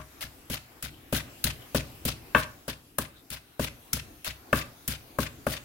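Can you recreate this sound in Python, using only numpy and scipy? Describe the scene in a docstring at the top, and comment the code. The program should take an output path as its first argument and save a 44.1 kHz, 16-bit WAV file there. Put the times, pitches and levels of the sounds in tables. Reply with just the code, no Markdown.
"""Pestle and mortar

A wooden pestle pounds wet herbs and chili in a wooden mortar on a kitchen counter, three blows a second.
Leaves cushion some blows to a dull thud; others reach the wood and knock: short pushes ring fading tones.
Shaped noise makes the wet slap, squelch and spray; resonant air pockets make the suck on lifting and a few
squeaks. Sparse, fading echoes make a small kitchen, over a soft rush of air."""
import sys
import numpy as np
from scipy import signal
from scipy.fft import rfft, irfft
from scipy.io import wavfile
from scipy.ndimage import uniform_filter1d

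SR = 44100
rng = np.random.default_rng(int(sys.argv[2]) if len(sys.argv) > 2 else 0)


def materialize(psi):
    """Save the field psi as 16-bit PCM at rate SR to the path in sys.argv[1].

    A 1-D psi becomes a single channel; in a 2-D psi each row is a channel.
    """
    bounded = np.clip(np.atleast_2d(psi).T, -1, 1)
    quanta = np.round(bounded * 32767).astype(np.int16)
    wavfile.write(sys.argv[1], SR, quanta)


N = 248724

# Strokes of the pestle; the levels are relative, set further by each layer:
# (start_s, force_db, contact_hardness_hz, wet_slap_db, squirt_pitch_hz, squeeze_db,
#  time_to_sink_through_paste_s, suck_on_lifting_db)
BLOWS = [(-.06, -1, 4600, -39, 11000, -53, 0.047, -53), (0.209, -9.5, 161, -39, 2920, -36.5, 0.024, -47),
         (.500, -4.5, 477, -35, 11700, -35, 0.043, -40.5), (.826, -7, 214, -29, 10800, -38, 0.03, -47),
         (1.1266, 2.5, 755, -27, 2730, -31.5, 0.048, -40), (1.442, 4, 230, -17, 4260, -34.5, 0.034, -34.5),
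         (1.7473, 3.5, 1000, -28, 2720, -31, .026, -37),
         (2.053, 1.5, 430, -24.5, 11200, -33.5, 0.037, -36.5),
         (2.348, 2, 5160, -43, 14500, -38.5, 0.055, -35),
         (2.6803, -9, 1100, -35.5, 11100, -37.5, 0.023, -46),
         (2.985, -5.5, 1750, -22, 9300, -43, 0.038, -43),
         (3.303, -9.5, 216, -35.5, 11150, -39.5, 0.039, -44.5),
         (3.595, 0.5, 870, -48, 11900, -37, .051, -34), (3.932, 0, 244, -19.5, 5750, -39, 0.035, -38.5),
         (4.246, -6, 163.2, -31, 2860, -33, 0.031, -37.5), (4.529, 3, 2250, -33, 13900, -35.5, 0.059, -36),
         (4.879, 0, 242, -23, 13400, -36.5, 0.044, -40), (5.1868, 1.5, 1170, -34, 11000, -37.5, 0.05, -37),
         (5.467, -1, 1560, -32.5, 12100, -39, 0.074, -36.5)]


def amp(db):
    """Turns decibels into gain."""
    return 10 ** (np.asarray(db) / 20)


def unit(x):
    """Scales a sound to an rms (average strength) of 1."""
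    return x / np.sqrt(np.mean(x ** 2) + 1e-20)


def read(points, hz):
    """Reads a table along a logarithmic frequency axis."""
    f, value = np.transpose(points)
    return np.interp(np.log(hz + 1), np.log(f + 1), value)


def pan(db):
    """Gives left and right gains for a level difference."""
    return amp([[db / 2], [-db / 2]])


def add(mix, start_s, sound):
    """Adds a stereo sound to the mix, cutting off whatever falls outside."""
    start = round(start_s * SR)
    sound = sound[:, max(-start, 0):]
    part = mix[:, max(start, 0):][:, :sound.shape[1]]
    part += sound[:, :part.shape[1]]


def colour(x, spectrum):
    """Gives white sound a spectrum and keeps its power; the filter never acts early, so clicks stay sharp."""
    size = 4096
    hz = abs(np.fft.fftfreq(size, 1 / SR))
    gain = unit(amp(read(spectrum, hz)))
    # minimum phase: the filter's energy comes as early as it can
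    log_response = np.conj(signal.hilbert(np.log(gain)))
    taps = np.fft.ifft(np.exp(log_response)).real[:size // 2]
    return signal.oaconvolve(x, taps[None], axes=1)[:, :x.shape[1]]


def pair(x):
    """Makes two unrelated channels alike in the bass, as at two close microphones."""
    # likeness of the two microphones: (pitch_hz, likeness_0_to_1)
    likeness = [(60, 0.9), (250, 0.97), (1000, 0), (3000, 0), (12000, 0)]
    left, other = rfft(x)
    same = np.clip(read(likeness, np.fft.rfftfreq(x.shape[1], 1 / SR)), 0, 1)
    right = same * left + np.sqrt(1 - same ** 2) * other
    return irfft(np.array([left, right]), x.shape[1])


def crackle(spread_db, size=N, clump_db=1.9):
    """Countless tiny bursts of uneven strength, bunched in clumps as one leaf after another gives way."""
    bursts, clumps = rng.standard_normal((2, size))
    # smoothing lengths in samples
    bursts = np.clip(unit(uniform_filter1d(bursts, size=24)), -2, 2)
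    clumps = np.clip(unit(uniform_filter1d(clumps, size=260)), -2, 2)
    noise = pair(rng.standard_normal((2, size)))
    return unit(noise * amp(spread_db * bursts + clump_db * clumps))


def ring(t, hz, db, t60):
    """One fading tone of a struck object; it drops 60 dB in t60 seconds."""
    return amp(db) * np.exp(-np.log(1000) * t / t60) * np.sin(2 * np.pi * hz * t)


def pocket(x, hz, sharpness):
    """The resonance of a small pocket of air, at rms 1."""
    return unit(signal.lfilter(*signal.iirpeak(hz, sharpness, SR), x))


def knocks():
    """Each contact is a push, short on bare wood and long on leaves, that rings the mortar and the counter."""
    # the counter under the mortar: (pitch_hz, level_db, fade_by_60_db_s)
    counter_modes = [(46.7, -54, 0.36), (64.2, -29.5, 0.32), (101.7, -32.5, 0.27), (122, -27, 0.18),
                     (147.3, -28.5, 0.22), (178.3, -37.5, 0.21), (243.5, -31.5, 0.19), (263.8, -31, 0.18),
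                     (315.5, -32, 0.16), (403.3, -24, 0.073)]
    # mortar and pestle: (pitch_hz, level_db, fade_by_60_db_s)
    wood_modes = [(484, -25, 0.24), (592, -15, 0.079), (619.4, -27.5, 0.63), (625.6, -24.5, 0.38),
                  (867, -28.5, 0.097), (900, -25, 0.051), (1078, -20.5, 0.021), (1095, -22, .26),
                  (1149, -25, .26), (1230, -20, .04), (1458, -23, .13), (1588, -19, .17), (1743, -22, 0.12),
                  (1814, -22, 0.03), (2200, -18.5, 0.032), (2640, -18, 0.046), (3086, -24, 0.057),
                  (3600, -27.5, 0.03), (3700, -49, 0.043)]
    # spectrum of the crack: (pitch_hz, relative_level_per_hz_db)
    crack_spectrum = [(200, -55), (500, -10.5), (780, -6), (1150, 5.5), (1380, -4), (1600, 0.5),
                      (2000, -11), (2600, -11.5), (3700, -16), (4600, -31), (7000, -25), (16000, -37.5)]
    counter_rise_s, rock_delay_s = 0.0035, 0.0077
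    snap_db, snap_decay_s = -16, 0.0017
    rattle_db, rattle_decay_s = -22, 0.058
    cushion_s, cushion_hz = 0.0388, 181.3
    bare_wood_db, muffle_db, muffle_hz = 2, -4, 280
    choke_s, bare_hz = 0.0069, 2820

    t = np.arange(SR * 3 // 5) / SR
    counter = sum(ring(t, *mode) for mode in counter_modes) * (1 - np.exp(-t / counter_rise_s))
    # the mortar rocks and settles back on its foot a moment later
    counter = counter + ring(np.maximum(t - rock_delay_s, 0), hz=227.4, db=-26.5, t60=0.068)
    # neighbouring modes move the struck spot in opposite directions
    modes = np.array([(-1) ** k * ring(t, *mode) for k, mode in enumerate(wood_modes)])
    # the many damped modes merge into a crack: a snap, then a short rattle inside the bowl
    snap = amp(snap_db) * np.exp(-t / snap_decay_s)
    rattle = amp(rattle_db) * np.exp(-t / rattle_decay_s)
    out, contact = np.zeros((2, N)), t[:SR // 50]
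    for s, force_db, hard_hz, *_ in BLOWS:
        # leaves under the pestle: the softer the contact, the later the thud and the less the wood rings
        lag = cushion_s / (1 + (hard_hz / cushion_hz) ** 10)
        wood_db = bare_wood_db + muffle_db * muffle_hz / hard_hz
        # paste chokes the ring of the bowl, much less when the contact is harder than bare_hz
        choke = choke_s * (1 + (hard_hz / bare_hz) ** 3)
        # the mix of modes (1 dB spread) and the crack differ with the struck spot
        wood = amp(1 * rng.standard_normal(len(wood_modes))) @ modes
        noise = pair(rng.standard_normal((2, len(t))))
        crack = colour(noise * (snap + rattle), crack_spectrum)
        # bare wood is met higher on the wall, where the lowest modes move less
        wall_filter = signal.butter(1, hard_hz * 0.17, "high", fs=SR)
        bowl = signal.lfilter(*wall_filter, wood + crack)
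        body = counter + amp(wood_db) * np.exp(-t / choke) * bowl
        push = contact ** 2 * np.exp(-2 * np.pi * hard_hz * contact)
        struck = signal.fftconvolve(body, push[None] / push.sum(), axes=1)
        add(out, s + lag, amp(force_db) * struck)
    return out


def froth(low_hz=1500, high_hz=6000, per_s=330, cycles=6, spread_db=5, count=24):
    """Small bubbles in the juice: each rings a few cycles and rises in pitch."""
    t, out = np.arange(SR // 60) / SR, np.zeros((2, N))
    for hz in np.geomspace(low_hz, high_hz, count):
        age = hz * t / cycles
        start = rng.uniform(-np.pi, np.pi, (2, 1))  # each pitch reaches the two microphones by its own path
        swell_and_fade = np.exp(-age) * (1 - np.exp(-10 * age))
        blip = swell_and_fade * np.sin(2 * np.pi * hz * t * (1 + age / 60) + start)
        strength = amp(spread_db * np.minimum(rng.exponential(1, N), 2))
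        births = (rng.random(N) < per_s / count / SR) * strength
        out += signal.oaconvolve(births[None], blip, axes=1)[:, :N]
    return unit(out)


def paste():
    """A wet slap and squirt at touch, then a frothy squelch that swells until the pestle stops, with spray."""
    # spectra of the wet sounds: (pitch_hz, relative_level_per_hz_db)
    slap_spectrum = [(200, -30.5), (1000, -18), (1500, -6), (2050, -7.5), (3000, -5.5), (5400, -10),
                     (7500, -7.5), (10000, -0.5), (16000, -4)]
    squeeze_spectrum = [(150, -17.5), (620, 4.5), (850, -3), (1400, 2), (1700, -6), (2200, 1.5), (3000, 2),
                        (4200, 1), (5500, -2.5), (7500, -13), (16000, -59)]
    spray_spectrum = [(300, -59), (1500, 5), (3000, 10), (5500, 3), (8000, 2), (10000, 7.5), (12500, 6.5),
                      (16000, 3.5)]
    slap_gain_db, squirt_gain_db, squelch_gain_db, froth_gain_db = 1.5, -8.0, 0.5, -4
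    touch_s, slap_decay_s = 0.00077, 0.0061
    build_s, release_s = 0.022, 0.012
    spray_start, spray_decay_s = 0.6, 0.0095  # spray_start: share of its peak at first touch

    slap, squeeze, spray = np.zeros((3, N))
    squirt = np.zeros((2, N))
    for s, force_db, _, hit_db, squirt_hz, squeeze_db, tightest, _ in BLOWS:
        # spray grows with the squeeze and with the force
        spray_db = -11.5 + 0.6 * squeeze_db + 0.33 * force_db
        near = slice(max(int((s - .02) * SR), 0), int((s + .2) * SR))
        t = np.arange(N)[near] / SR - s
        touching = np.exp(np.minimum(t, 0) / touch_s)
        before, after = np.maximum(tightest - t, 0), np.maximum(t - tightest, 0)
        slap[near] += amp(hit_db) * touching * np.exp(-np.maximum(t, 0) / slap_decay_s)
        noise = pair(rng.standard_normal((2, len(t))))
        squirt[:, near] += slap[near] * pocket(noise, squirt_hz, sharpness=7)
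        squeeze[near] += amp(squeeze_db) * touching * np.exp(-before / build_s - after / release_s)
        spray_shape = spray_start ** (before / tightest) * np.exp(-after / spray_decay_s)
        spray[near] += amp(spray_db) * touching * spray_shape
    splash = colour(slap * crackle(spread_db=2), slap_spectrum)
    squelch = colour(squeeze * crackle(spread_db=7, clump_db=3), squeeze_spectrum)
    foam = squeeze * froth()
    fizz = colour(spray * crackle(spread_db=3.5), spray_spectrum)
    wet_hit = amp(slap_gain_db) * splash + amp(squirt_gain_db) * squirt
    return wet_hit + amp(squelch_gain_db) * squelch + amp(froth_gain_db) * foam + fizz


def kitchen(x):
    """Sparse reflections from walls and cupboards, each band dying at its own speed."""
    # echo decay: (pitch_hz, fade_by_60_db_s)
    decay_times = [(100, 0.87), (400, 0.38), (1200, 0.32), (3000, 0.28), (8000, 0.29), (16000, 0.16)]
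    echo_levels = [(250, -20), (1200, -10), (10000, -10)]  # (pitch_hz, level_db)
    first_s = 0.014
    size = SR // 2
    signs = rng.choice([-1., 1.], (2, size))
    chosen = rng.random((2, size)) < 1 / 12
    taps = signs * chosen * (np.arange(size) / SR > first_s)
    hz, t, z = signal.stft(pair(taps), SR, nperseg=256)
    decay = np.exp(-np.log(1000) * t / read(decay_times, hz)[:, None])
    tail = signal.istft(z * decay, SR, nperseg=256)[1]
    echo = signal.fftconvolve(x.mean(0)[None], tail / np.linalg.norm(tail[0]), axes=1)[:, :N]
    wet = amp(read(echo_levels, np.fft.rfftfreq(N, 1 / SR)))
    return irfft(rfft(echo) * wet, N)


def background(level_db=3, pan_db=2, patchy_db=2.3):
    """A soft rush of air in the kitchen: shaped noise that wavers in patches of time and pitch."""
    # spectrum of the air: (pitch_hz, relative_level_per_hz_db)
    air_spectrum = [(15, -47), (25, -10.5), (76, -5.5), (206, -14.5), (277, -5), (560, -16.5), (734, -13.5),
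                    (936, -17.5), (1190, -17), (2050, -20.5), (2610, -20), (3620, -22.5), (8590, -27.5),
                    (12200, -22.5), (16000, -26)]
    # its course in time, before level_db and pan_db: (time_s, level_db)
    air_level = [(0.0, -54.5), (0.92, -57.5), (1.36, -51.5), (2.4, -53.5), (2.76, -60), (3.61, -59.5),
                 (3.83, -55.5), (5.31, -54.5), (5.64, -56)]
    hz, _, z = signal.stft(pair(rng.standard_normal((2, N))), SR, nperseg=2048)
    patches = uniform_filter1d(rng.standard_normal(z.shape[1:]), size=40, axis=0)
    patches = unit(uniform_filter1d(patches, size=5, axis=1))
    shaped = z * amp(read(air_spectrum, hz)[:, None] + patchy_db * patches)
    hiss = unit(signal.istft(shaped, SR)[1][:, :N])
    course_db = np.interp(np.arange(N) / SR, *np.transpose(air_level))
    return hiss * amp(level_db + course_db) * pan(pan_db)


def bubbles(rows, sharpness, fizz_db):
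    """Clusters of bursting films ring the air pocket around them."""
    out = np.zeros((2, N))
    t = np.arange(SR // 5) / SR - .1
    for s, db, hz, length in rows:
        bursts = crackle(spread_db=3.5, size=len(t))
        pop = pocket(bursts, hz, sharpness) + amp(fizz_db) * bursts
        add(out, s + t[0], amp(db) * pop * np.exp(-.5 * (t / length) ** 2))
    return out


def sucks(lift_s=0.031, suck_hz=2470, suck_s=0.0062, scatter=0.11):
    """An air pocket of chance size pops at each lift of the pestle, a moment after the tightest squeeze."""
    sizes = np.exp(scatter * rng.standard_normal(len(BLOWS)))
    pops = []
    for (s, *_, tightest, db), size in zip(BLOWS, sizes):
        # a larger pocket sounds lower and longer
        pops.append((s + tightest + lift_s, db, suck_hz / size, suck_s * size))
    return bubbles(pops, sharpness=2.03, fizz_db=-27.0)


def squeaks():
    """Faint squeaks of wet leaves: sharply tuned air pockets ring to bursts of crackle."""
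    # squeaks: (centre_s, level_db, pitch_hz, length_s)
    leaf_squeaks = [(.96, -61, 3100, 0.024), (1.63, -54.5, 3060, 0.023), (3.18, -59, 3660, 0.02)]
    return bubbles(leaf_squeaks, sharpness=11, fizz_db=-28)


def scene():
    """Mortar and paste, close and mostly a little to the left, in the kitchen."""
    # how the bowl throws its sound toward the two microphones: (pitch_hz, left_minus_right_db)
    sides = [(60, 2.5), (300, 3.5), (570, 2.5), (900, 9), (1600, 10), (2300, 4), (4000, 6.5), (6000, 9.5),
             (8000, 7), (12000, -2), (16000, 10.5)]
    near = knocks() + paste() + sucks() + squeaks()
    side_db = read(sides, np.fft.rfftfreq(N, 1 / SR))
    direct = irfft(rfft(near) * amp([side_db / 2, -side_db / 2]), N)
    return direct + kitchen(near) + background()


def record(dry, ceiling=1.0, edge_hz=16000):
    """Peaks are softly rounded off, the loudest most; then a filter removes the top treble."""
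    rounded = ceiling * np.tanh(dry / ceiling)
    band_limit = signal.firwin(511, edge_hz, window=("kaiser", 9), fs=SR)
    return signal.oaconvolve(rounded, band_limit[None], "same")


dry = scene()
out = record(dry)
materialize(out)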